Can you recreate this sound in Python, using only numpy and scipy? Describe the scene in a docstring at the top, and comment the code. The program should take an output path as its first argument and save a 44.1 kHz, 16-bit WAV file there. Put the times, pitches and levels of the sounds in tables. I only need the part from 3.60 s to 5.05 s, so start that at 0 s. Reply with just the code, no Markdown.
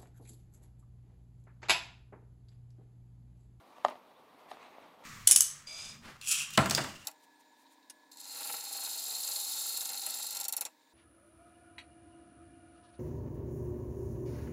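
"""A far traffic-like wash with microphone hiss comes first: band-shaped noise, steady throughout.
Fingers then work at the lid of a small cardboard box on a patio table, close to a laptop-style microphone.
A nail snaps off the lid edge and the lid rattles back; later the box is knocked, slid and lifted.
Contacts are short pushes into ringing modes; rubbing is random grains, sliding is resonant noise.
Dry nail ticks are noise bursts; one faint bird chirp is a rising sine."""
import sys
import numpy as np
from scipy import signal
from scipy.io import wavfile

SR = 44100
rng = np.random.default_rng(int(sys.argv[2]) if len(sys.argv) > 2 else 0)


def elevation(decibels):
    """Turn decibel levels (scalar or array-like) into linear amplitude ratios."""
    levels = np.asarray(decibels, float)
    return 10 ** (levels / 20)


def wav_record(signal):
    """Record a signal, one row per channel, as 16-bit PCM in the file named by sys.argv[1]."""
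    frames = np.transpose(np.atleast_2d(signal))
    bounded = np.clip(frames, -1, 1)
    # unit amplitude maps onto the largest positive 16-bit level
    quanta = np.round(bounded * 32767).astype(np.int16)
    wavfile.write(sys.argv[1], SR, quanta)


N = 63945

# light nail and finger contacts on the box: (time [s], level before the modes [dB], contact length [ms])
LIGHT_TAPS = [(0.1665, -53, .6), (0.1833, -51, .16), (0.2450, -44, .5), (0.2585, -38, .4),
              (0.2622, -32, .35), (0.2665, -39, .6), (0.2712, -37, .6), (0.2840, -35, .1),
              (0.2886, -36, .45), (0.2920, -40, .3), (0.3200, -46, .3), (0.3228, -40, 1.1),
              (0.3258, -43, 1.1), (0.3289, -38, 1.5), (0.3430, -48, .6), (0.3555, -49, .2),
              (0.9135, -44, .3), (0.9158, -38.5, .16), (0.9179, -33, 1.3), (0.9640, -41, 2.0),
              (0.9705, -46, .4), (1.1830, -47, .5), (1.4240, -53, .5)]
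# box and table modes: (frequency [Hz], relative level [dB], t60 [s])
BOX_MODES = [(119, -32, 0.23), (389, -19, 0.032), (254, -28, .3), (606, -5, .033), (696, -1, .025),
             (991, -6, .013), (1219, -3, .020), (1880, -5, .008), (2045, -19, 0.024), (3230, -3.5, 0.0054),
             (3910, -0.5, 0.0063), (5140, -6.5, 0.013), (5800, -26, 0.0053), (6585, 6, 0.012),
             (7100, -4.5, 0.021), (8600, -26, .006), (10600, -29, .006)]
# dry nail ticks that miss the box body: (time [s], level before the high-pass [dB])
NAIL_TICKS = [(0.1830, -60), (0.2490, -50), (0.9160, -56), (0.2975, -58), (0.3000, -52)]
# fingers and box rubbing: (time [s], level [dB], tilt about 1 kHz [dB/octave])
RUB_STROKES = [(0, -78.5, 5.3), (0.238, -57.5, -0.1), (0.253, -40, -0.5), (0.273, -48, 1), (0.30, -51.5, 2),
               (0.311, -42, -3), (0.335, -53.5, -1), (0.37, -63.5, 0.7), (0.6, -100, -11.7),
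               (0.8, -65, 2.2), (0.871, -58, -3.5), (0.907, -55.5, 4), (0.928, -51, 0.3),
               (0.982, -58, -0.5), (1.032, -53.5, 0.1), (1.07, -54, -1.3), (1.12, -59.5, -3.3),
               (1.18, -62, -0.7), (1.25, -56.5, -2.3), (1.33, -66, -0.5), (1.425, -84, -9.5),
               (1.44, -52, 2), (1.45, -73, 8.5)]
# cardboard colour of the rub: (frequency [Hz], relative band level [dB])
CARDBOARD_COLOUR = [(30, -48), (90, -28.5), (150, -21), (255, -4.5), (420, -7), (700, 1.5), (1200, -1.5),
                    (1500, -9), (2300, -10), (3000, -12.5), (4000, -15), (5500, -24), (6500, -24.5),
                    (8000, -27), (11000, -29.5), (16000, -44)]
# skin and nail sliding along the smooth lid: (time [s], level [dB])
SLIDE_LEVEL = [(0, -85), (0.95, -80), (0.99, -67), (1.03, -61), (1.08, -63), (1.12, -67), (1.17, -69),
               (1.24, -67), (1.29, -76), (1.41, -80), (1.428, -66), (1.434, -68), (1.442, -59), (1.45, -56)]
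# panel resonances sung by the slide: (frequency [Hz], bandwidth [Hz], relative level [dB])
SLIDE_RESONANCES = [(2150, 300, -1), (2600, 350, -2), (3950, 450, -7), (6400, 500, -15), (8300, 600, -21)]
# bird chirp: (start [s], length [s], from [Hz], to [Hz], peak level [dB])
BIRD_CHIRP = (0.540, .046, 3250, 3900, -72)
# colour of the steady background: (frequency [Hz], relative band level [dB])
WASH_COLOUR = [(25, -41), (60, -21.5), (120, -15.5), (200, -8.5), (250, -2), (320, -5), (480, -4.5),
               (600, -1.5), (800, -1.5), (1150, -2.5), (1400, -13.5), (2000, -14.5), (2600, -18),
               (3700, -18), (5000, -25.5), (6300, -30), (7800, -33), (10000, -29.5), (16000, -30.5)]


def rms_one(x):
    """Scale to rms 1."""
    return x / np.sqrt(np.mean(x ** 2) + 1e-20)


def drift(rate_hz):
    """Slow random curve of rms 1: white noise through two equal one-pole low-passes."""
    pole = np.exp(-2 * np.pi * rate_hz / SR)
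    noise = rng.standard_normal(N + SR)
    slow = signal.lfilter([1], [1, -2 * pole, pole * pole], noise)
    return rms_one(slow[SR:])  # first second settles the filter


def ring(force, hz, t60_s):
    """Damped resonator: a unit click sets a sine of height 1 ringing."""
    radius = elevation(-60 / (t60_s * SR))
    angle = 2 * np.pi * hz / SR
    feedback = [1, -2 * radius * np.cos(angle), radius * radius]
    return signal.lfilter([0, np.sin(angle)], feedback, force + 1e-18)


def colour_bands(sources, colour, patchy_db, tilt_db_per_octave=0):
    """Quarter-octave bands from two alternating sources, with level, tilt and one of five flickers."""
    colour_hz, colour_db = np.transpose(colour)
    edges_hz = 22 * 2 ** np.arange(0, 9.7, 0.25)
    flickers = [drift(15) for _ in range(5)]
    out = 0
    for k, (low_hz, high_hz) in enumerate(zip(edges_hz, edges_hz[1:])):
        mid_hz = np.sqrt(low_hz * high_hz)
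        level_db = np.interp(np.log(mid_hz), np.log(colour_hz), colour_db)
        level_db = level_db + tilt_db_per_octave * np.log2(mid_hz / 1000)
        band_pass = signal.butter(2, [low_hz, high_hz], "band", fs=SR, output="sos")
        twice = np.tile(sources[k % 2], 2)
        band = signal.sosfilt(band_pass, twice)[N:]  # first pass settles the filter
        out = out + elevation(level_db + patchy_db * flickers[k % 5]) * band
    return out


def strike(time_s, level_db, contact_ms, spread_db):
    """Unit-area half-sine push of the contact's length into all box modes."""
    opposed_above_hz = 850  # higher modes start the other way
    phase = np.clip((np.arange(N) / SR - time_s) * 1000 / contact_ms, 0, 1)
    push = np.sin(np.pi * phase) * np.pi / 2 * 1000 / (contact_ms * SR)
    start = int(time_s * SR)
    force = push[start:start + SR // 2]
    out = np.zeros(N)
    for (hz, mode_db, t60_s), own_db in zip(BOX_MODES, spread_db):
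        gain = np.sign(opposed_above_hz - hz) * elevation(level_db + mode_db + own_db)
        out[start:start + len(force)] += gain * ring(force, hz, t60_s)
    return out


def lid_snap():
    """The nail catches the lid edge, then lets go with the opposite push."""
    even = np.zeros(len(BOX_MODES))
    catch = strike(0.24888, -20, 0.25, even)
    release = strike(0.24920, -16.3, 0.44, even)
    return catch - release


def light_taps():
    """Light contacts, each with its own mode balance; they hardly reach the top modes."""
    spread_db, cut_hz = 3, 4300
    spread = spread_db * rng.standard_normal((len(LIGHT_TAPS), len(BOX_MODES)))
    contacts = sum(strike(*tap, own) for tap, own in zip(LIGHT_TAPS, spread))
    return signal.sosfilt(signal.butter(4, cut_hz, fs=SR, output="sos"), contacts)


def struck_box():
    """Snap and taps through a bass cut: a small box radiates little bass."""
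    bass_cut_hz = 200
    high_pass = signal.butter(2, bass_cut_hz, "high", fs=SR, output="sos")
    return signal.sosfilt(high_pass, lid_snap() + light_taps())


def nail_ticks():
    """Tiny bright noise bursts with exponential decay, high-passed."""
    low_hz, decay_ms = 7100, 0.97
    t = np.arange(200) / SR
    decay = np.exp(-t * 1000 / decay_ms)
    noises = rng.standard_normal((len(NAIL_TICKS), len(t)))
    out = np.zeros(N)
    for (time_s, level_db), noise in zip(NAIL_TICKS, noises):
        out[int(time_s * SR):][:len(t)] += elevation(level_db) * noise * decay
    return signal.sosfilt(signal.butter(4, low_hz, "high", fs=SR, output="sos"), out)


def rub():
    """Dense uneven fibre slips coloured by the cardboard, juddering under the stroke."""
    grains_per_s, grain_db, judder_db = 7000, 2.5, 1.5
    time_s, level_db, tilt = np.transpose(RUB_STROKES)
    t = np.arange(N) / SR
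    slips = (rng.random((2, N)) < grains_per_s / SR) * rng.choice([-1, 1], (2, N))
    unevenness = np.minimum(rng.exponential(1, (2, N)), 5)
    grains = slips * elevation(grain_db * unevenness)
    sound = colour_bands(grains / np.std(grains), CARDBOARD_COLOUR, 1.96, np.interp(t, time_s, tilt))
    stroke_db = np.interp(t, time_s, level_db) + judder_db * drift(60)
    return elevation(stroke_db) * rms_one(sound)


def slide():
    """Smooth friction noise singing in a few panel resonances, each wavering in level."""
    waver_db = 2.5
    noises = rng.standard_normal((len(SLIDE_RESONANCES), N))
    singing = 0
    for (hz, width_hz, level_db), noise in zip(SLIDE_RESONANCES, noises):
        t60_s = np.log(1000) / (np.pi * width_hz)
        gain = elevation(level_db + waver_db * drift(20))
        singing = singing + gain * rms_one(ring(noise, hz, t60_s))
    level = elevation(np.interp(np.arange(N) / SR, *np.transpose(SLIDE_LEVEL)))
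    return level * rms_one(singing)


def bird():
    """One rising whistle: a gliding sine under a half-sine swell."""
    start_s, length_s, from_hz, to_hz, peak_db = BIRD_CHIRP
    progress = np.clip((np.arange(N) / SR - start_s) / length_s, 0, 1)
    pitch_hz = from_hz + (to_hz - from_hz) * progress ** 1.3
    whistle = np.sin(2 * np.pi * np.cumsum(pitch_hz) / SR)
    return elevation(peak_db) * np.sin(np.pi * progress) * whistle


def wash():
    """Far traffic-like wash and microphone hiss as one band-shaped, slightly patchy noise."""
    level_db = -60.5
    noise = rng.standard_normal((2, N))
    return elevation(level_db) * rms_one(colour_bands(noise, WASH_COLOUR, 1.5))


def scene():
    """Box sounds over the outdoor background, one channel."""
    mix = struck_box() + nail_ticks() + rub() + slide() + bird() + wash()
    return mix[None]


def band_limit(x):
    """A steep low-pass at the top of the band."""
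    return signal.sosfilt(signal.butter(12, 16430, fs=SR, output="sos"), x)


def record(dry):
    """A steep low-pass cuts the top."""
    cutoff_hz = 16500
    low_pass = signal.cheby2(12, 60, cutoff_hz, fs=SR, output="sos")
    finished = signal.sosfilt(low_pass, dry)
    return band_limit(finished)


dry = scene()
out = record(dry)
wav_record(out)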